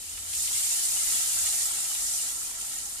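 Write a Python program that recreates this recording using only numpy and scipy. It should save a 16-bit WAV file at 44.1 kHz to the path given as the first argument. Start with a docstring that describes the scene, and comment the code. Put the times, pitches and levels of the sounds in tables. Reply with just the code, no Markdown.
"""At a stove beside a plastered wall, water is poured from a jug into a steel pan of spices in hot oil.
The frying flares into a dense sizzle: random steam bursts and filtered noise. Coarser boiling crackles,
bubbles sound as short rising notes, and random knocks excite the resonances of the pan.
As the pan cools the sizzle sinks and single spits, shaped noise, stand out. Water slaps and gurgles;
low filtered noise and wavering sines make the rumble, drone and hum underneath."""
import sys
import numpy as np
from scipy import signal
from scipy.fft import rfft, irfft
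from scipy.io import wavfile
from scipy.ndimage import uniform_filter1d, map_coordinates

SR = 44100
rng = np.random.default_rng(int(sys.argv[2]) if len(sys.argv) > 2 else 0)


def waveform_to_disk(signal):
    """Save audio, clipped to [-1, 1], as 16-bit WAV at the path in sys.argv[1]."""
    frames = np.transpose(np.atleast_2d(signal))
    scaled = np.clip(frames, -1, 1) * 32767
    samples = np.round(scaled).astype(np.int16)
    wavfile.write(sys.argv[1], SR, samples)


N = 132300
T = np.arange(N) / SR
FREQS = np.maximum(np.arange(N // 2 + 1) * SR / N, 1)
PORT_LAG_S = 0.0002

# Spectrum of the sizzle at the two microphone ports.
# Each row: frequency in Hz, left relative level in dB, right relative level in dB.
FIZZ_SPECTRUM = [(500, -49, -64), (2500, -34.5, -34), (4060, -18, -16), (5080, -13.5, -11.5),
                 (6320, -12.5, -7), (7130, -7, -1), (7350, -9, -2), (8360, -3.5, -7), (9150, -3, -8),
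                 (10000, -5, -13), (11040, -8.5, -17.5), (11950, -13, -14.5), (14500, -15, -18.5)]
# Strength of the pan's ringing, which the churning water follows more weakly.
# Each row: time in seconds, relative level in dB.
RINGING_LEVEL = [(0, -62.5), (.32, -56.5), (.42, -54.5), (.8, -52), (1.1, -49), (1.6, -50), (2.1, -52),
                 (2.6, -53.5), (3, -55)]


def undb(db):
    """Amplitude ratio: 20 dB is a factor of ten."""
    return 10 ** (np.asarray(db) / 20)


def unit(x):
    """Normalization: scale to an rms of 1."""
    return x / np.sqrt(np.mean(x ** 2))


def curve(rows):
    """Envelope: gain over time, interpolated in dB between (s, dB) points."""
    return undb(np.interp(T, *np.array(rows).T))


def colour(x, rows):
    """Linear filtering: weight the spectrum by (Hz, dB) points, one dB column for all or one per channel."""
    hz, *columns = np.array(rows, float).T
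    gains_db = [np.interp(np.log(FREQS), np.log(hz), column) for column in columns]
    return irfft(rfft(x) * undb(gains_db), N)


def resonate(x, hz, width_hz):
    """Simple resonance: gain 1 at the centre, 3 dB down at the edges of its width."""
    return irfft(rfft(x) / (1 + 1j * (FREQS - hz * hz / FREQS) / width_hz), N)


def noise():
    """Incoherence: unrelated white noise for the two channels."""
    return rng.standard_normal((2, N))


def flutter(rate, depth_db):
    """Random modulation: a smooth gain made from rate random steps a second."""
    k = int(SR / rate)
    steps = np.repeat(rng.standard_normal(N // k + 2), k)
    smooth = uniform_filter1d(uniform_filter1d(steps, k), k)[:N]
    return undb(depth_db * 1.3 * smooth)  # 1.3 makes up for the spread lost in smoothing


def pops(per_s, scatter_db):
    """Random point process: many weak bursts and few strong; each reaches the two ports differently."""
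    size = undb(scatter_db * np.minimum(rng.exponential(size=N), 5))
    happens = rng.random(N) < per_s / SR
    return unit(happens * size * noise())


def smear(ticks, decay_s):
    """Exponential energy decay: each tick trails off as a brief spurt of noise."""
    power = np.mean(ticks ** 2, axis=0)
    energy = signal.lfilter([1], [1, -np.exp(-1 / (SR * decay_s))], power)
    return unit(np.sqrt(energy) * noise())


def burst(start, attack, decay):
    """Transient envelope: a quick linear rise and an exponential fall."""
    age = np.maximum(T - start, 0)
    return np.minimum(age / attack, 1) * np.exp(-np.maximum(age - attack, 0) / decay)


def ports(x):
    """Time difference of arrival: the pan stands to the right, so the left port hears it later."""
    return np.array([np.interp(T - PORT_LAG_S, T, x), x])


def room(x):
    """Reverberation: direct sound plus a short diffuse tail from the walls."""
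    t60_s, tail_gain = 0.11, undb(10)
    tail = noise() * undb(-60 * T / t60_s)
    tail /= np.sqrt(np.sum(tail ** 2, axis=1, keepdims=True))
    reflected = irfft(rfft(x) * rfft(tail), N)
    return (x + tail_gain * reflected) / np.hypot(1, tail_gain)


def sizzle():
    """Flash boiling: tiny steam bursts, each a tick and a brief spurt, over the hiss of the vapour."""
    # Each row: time in seconds, relative level in dB.
    sizzle_level = [(0, -41.5), (.25, -40), (.3, -36.5), (.36, -32.5), (.43, -30.5), (.5, -32.5),
                    (.55, -30.5), (.7, -29.5), (1.02, -30), (1.15, -28.5), (1.28, -30), (1.48, -29),
                    (1.6, -30.5), (1.665, -29.5), (1.7, -32.5), (1.87, -33), (2.13, -31.5), (2.25, -33),
                    (2.32, -34.5), (2.365, -36.5), (2.43, -35), (2.565, -39.5), (2.6, -37.5), (2.72, -37),
                    (2.84, -38.5), (3, -39.5)]
    peak_bursts_per_s, scatter_db, burst_decay_s = 7000, 1, 0.0025
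    steam_share, tick_share = 0.78, 0.13  # of the power
    strength = curve(sizzle_level)
    density = strength / strength.max()
    # Bursts come more often as the sizzle grows; the division keeps their mean power even.
    ticks = pops(peak_bursts_per_s * density, scatter_db) / np.sqrt(density)
    spurts = smear(ticks, burst_decay_s)
    grains = np.sqrt(tick_share) * unit(ticks) + np.sqrt(1 - tick_share) * spurts
    mix = np.sqrt(1 - steam_share) * grains + np.sqrt(steam_share) * noise()
    return unit(shimmer(colour(mix, FIZZ_SPECTRUM), depth_db=0.88)) * strength


def shimmer(x, depth_db, count=7):
    """Band-wise modulation: overlapping bands flicker on their own as clusters of bursts come and go."""
    centres_hz = np.linspace(3000, 14000, count)
    spectrum = rfft(x)
    out = 0
    for band in np.eye(count):
        weight = np.interp(FREQS, centres_hz, band)  # triangles; the end bands extend outward
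        out = out + irfft(spectrum * weight, N) * flutter(70, depth_db)
    return out


def spits():
    """Transient radiation: single drops boil off in the oil, each in a short, bright spurt."""
    # Each row: start in seconds, level in dB, decay in seconds, centre in Hz.
    drops = [(0.095, -34, .007, 7000), (.187, -36.5, .018, 7700), (.299, -37, .02, 10500),
             (.35, -29, 0.0086, 7300), (.852, -28, 0.012, 8000), (1.459, -25, .008, 7640),
             (1.655, -25.5, .009, 7600), (2.065, -35, 0.049, 5730), (2.136, -35, 0.046, 5900),
             (2.387, -31, .007, 7100), (2.6, -32, 0.0084, 9500), (2.614, -31, .005, 7040),
             (2.666, -38, .005, 7600), (2.69, -35, 0.014, 9000), (2.756, -34, .007, 7500),
             (2.784, -32.5, .008, 6900), (2.854, -31, .007, 6460), (2.895, -38, 0.0054, 9000)]
    attack_s, width_hz = 0.0014, 540
    spurt = colour(noise(), FIZZ_SPECTRUM)
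    out = 0
    for start, db, decay, hz in drops:
        out = out + undb(db) * unit(resonate(spurt, hz, width_hz)) * burst(start, attack_s, decay)
    return out


def boiling():
    """Nucleate boiling: larger steam blisters crackle lower down, and small simmering bubbles ring."""
    # Each row: time in seconds, relative level in dB.
    boil_level = [(0, -50.5), (.12, -50), (.29, -50), (.37, -45), (.62, -41), (.74, -41.5), (.84, -43),
                  (1, -43.5), (1.16, -41.5), (1.3, -41.5), (1.5, -42), (1.8, -44), (2.03, -47), (2.2, -45),
                  (2.38, -50), (2.47, -49), (2.56, -54), (2.62, -49.5), (2.76, -49), (3, -52.5)]
    # Each row: frequency in Hz, left relative level in dB, right relative level in dB.
    crackle_spectrum = [(400, -28, -23), (1000, -20, -14), (1700, -10, -6.5), (2100, -5, -3),
                        (2600, -2.5, -3), (3050, .5, -.5), (3400, -2.5, -3.5), (4100, 1.5, -.5),
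                        (5300, -5, 1.5), (8000, -24, -19)]
    ticks = pops(2200, scatter_db=1.5)
    blisters = unit(room(undb(-4) * ticks + smear(ticks, decay_s=0.0036)))
    crackle = unit(slosh(colour(blisters, crackle_spectrum), depth_db=.4))
    simmer = bubbles(3500, octaves=.45, cycles=30, count=1500)
    boil = crackle + undb(-2) * unit(colour(simmer, crackle_spectrum))
    return unit(boil) * curve(boil_level) * flutter(35.52, 0.72)


def pan():
    """Forced vibration: stream and bursts ring the pan unevenly; air dragged under bubbles up."""
    # Each row: resonance in Hz, width in Hz, left relative level in dB, right relative level in dB.
    resonances = [(694, 29, 0.5, 1), (805, 67, 1, 1), (1001, 88, 0, 0), (1116, 84, -40, 1.5),
                  (1322, 65, -0.5, 7), (1674, 140, -9.5, 0), (1893, 127, -3, 3), (2053, 44, -3, -4)]
    knocks = pops(1400, scatter_db=1)
    drive = ports(knocks[0]) + 0.76 * noise()  # shared knocks plus a part unrelated between ports
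    ring = 0
    for hz, width, left, right in resonances:
        mode = resonate(resonate(drive, hz, width), hz, 4 * width)  # second pass steepens the skirts
        ring = ring + undb([[left], [right]]) * mode * flutter(25, 1.2)
    air = bubbles(1900, octaves=.25, cycles=14, count=260)
    return (unit(slosh(ring, depth_db=.18)) + undb(-8) * air) * curve(RINGING_LEVEL)


def bubbles(centre_hz, octaves, cycles, count):
    """Bubble resonance: scattered sizes ring in short rising notes, all over the pan."""
    rise = .2
    out, age = np.zeros((2, 2 * N)), T[:SR // 12]
    moments, pitches = rng.random(count), rng.standard_normal(count)
    sizes, places = rng.exponential(size=count), rng.standard_normal(count)
    for when, pitch, size, place in zip(moments, pitches, sizes, places):
        hz = centre_hz * 2 ** (octaves * np.clip(pitch, -2, 2))
        life = age * hz / cycles  # age in decay times
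        bend = 1 + rise / cycles * np.minimum(life, 2)
        note = np.sqrt(size) * np.sin(2 * np.pi * hz * age * bend) * np.exp(-life)
        left_lag_s = PORT_LAG_S * abs(1 + place / 2)
        for channel, lag_s in enumerate([left_lag_s, 0]):
            at = int(when * N + lag_s * SR)
            out[channel, at:at + len(age)] += note
    return unit(room(out[:, :N]))


def slosh(x, depth_db):
    """Varying resonance: moving water shifts pitch up and down; depth is the pitch ratio's spread in dB."""
    speed = flutter(24, depth_db)
    place = np.cumsum(speed / speed.mean())
    return np.array([map_coordinates(channel, [place], mode="mirror") for channel in x])


def splats():
    """Impact noise: the uneven stream lands in gouts, each a short wet slap on the pan."""
    # Each row: start in seconds, level in dB, centre in Hz.
    gouts = [(.173, -40.5, 2940), (0.178, -50, 1400), (0.331, -36, 3280), (0.473, -34, 3240),
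             (0.508, -44, 1100), (1.165, -36, 2900), (1.268, -40, 3300), (1.445, -44, 1480),
             (1.709, -47, 1310), (1.915, -47, 1300), (1.948, -34.5, 3500), (2.02, -47, 1170),
             (2.112, -49, 3000), (2.27, -50, 1400), (2.413, -48.5, 1250), (2.465, -50, 3400),
             (2.61, -43, 3320), (2.728, -48, 3000), (2.8, -48, 3600)]
    attack_s, decay_s, relative_width = 0.002, 0.0081, 0.65  # width as a share of the centre, per pass
    out = 0
    for start, db, hz in gouts:
        width_hz = hz * relative_width
        wet = resonate(resonate(noise(), hz, width_hz), hz, width_hz)
        out = out + undb(db) * unit(wet) * burst(start, attack_s, decay_s)
    return out


def churn():
    """Flow noise: the stream stirs the pooled water with a soft, low gurgle."""
    # Each row: frequency in Hz, relative level in dB.
    churn_spectrum = [(80, 1.5), (160, -0.5), (270, 2), (410, -3.5), (470, -0.5), (545, -8), (700, -4),
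                      (1500, -21.5), (5000, -42)]
    water = unit(colour(ports(noise()[0]) + 0.44 * noise(), churn_spectrum))
    swell = unit(curve(RINGING_LEVEL) ** 0.32)  # follows the ringing, compressed
    return undb(-60) * water * swell * flutter(24.54, 1.3)


def background():
    """Coherent low sound: a rumble alike in both ports but for the lag, a swelling drone, a wavering hum."""
    # Each row: frequency in Hz, relative level in dB.
    rumble_spectrum = [(15, -5.5), (30, -5), (48, 5.5), (62, -10), (78, 4.5), (98, -7), (120, -13),
                       (200, -34), (600, -71)]
    # Rumble, then drone. Each row: time in seconds, level in dB (relative, for the drone).
    rumble_level = [(0, -62), (.3, -62), (.57, -58), (.8, -64), (1.22, -70), (1.41, -56), (1.62, -65),
                    (2.2, -63.5), (3, -66)]
    drone_level = [(0, -68), (.16, -57), (.42, -57.5), (.7, -69), (1.2, -75), (1.4, -64), (1.65, -64),
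                   (1.85, -89), (2.5, -76), (3, -67)]
    # Each row: multiple of the hum's fundamental, level in dB.
    hum_partials = [(1, -62.5), (2, -75.5)]
    rumble = unit(colour(ports(noise()[0]), rumble_spectrum)) * curve(rumble_level)
    # Both pitches wander; the depth in dB is the spread of the frequency ratio.
    drone_hz = 77 * flutter(14, .6)
    drone = unit(np.sin(2 * np.pi * np.cumsum(drone_hz) / SR)) * curve(drone_level)
    hum_hz = 43.2 * flutter(5.2, .3)
    phase = 2 * np.pi * np.cumsum(hum_hz) / SR
    hum = 0
    for multiple, db in hum_partials:
        partial = np.sin(round(multiple) * phase) * flutter(6.12, 2.5)
        hum = hum + undb(db) * unit(partial)
    return rumble + ports(drone + hum)


def scene():
    """Superposition: everything at the stove, over the background."""
    frying = undb(4.0) * sizzle() + spits() + undb(2.58) * boiling()
    return frying + undb(0.88) * pan() + splats() + churn() + background()


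def record(dry):
    """Band limiting: the recorder cuts the top steeply above 14210 Hz."""
    low_pass = signal.ellip(12, .1, 80, 14210, fs=SR, output="sos")  # order, ripple dB, stopband dB
    return signal.sosfilt(low_pass, dry)


dry = scene()
out = record(dry)
waveform_to_disk(out)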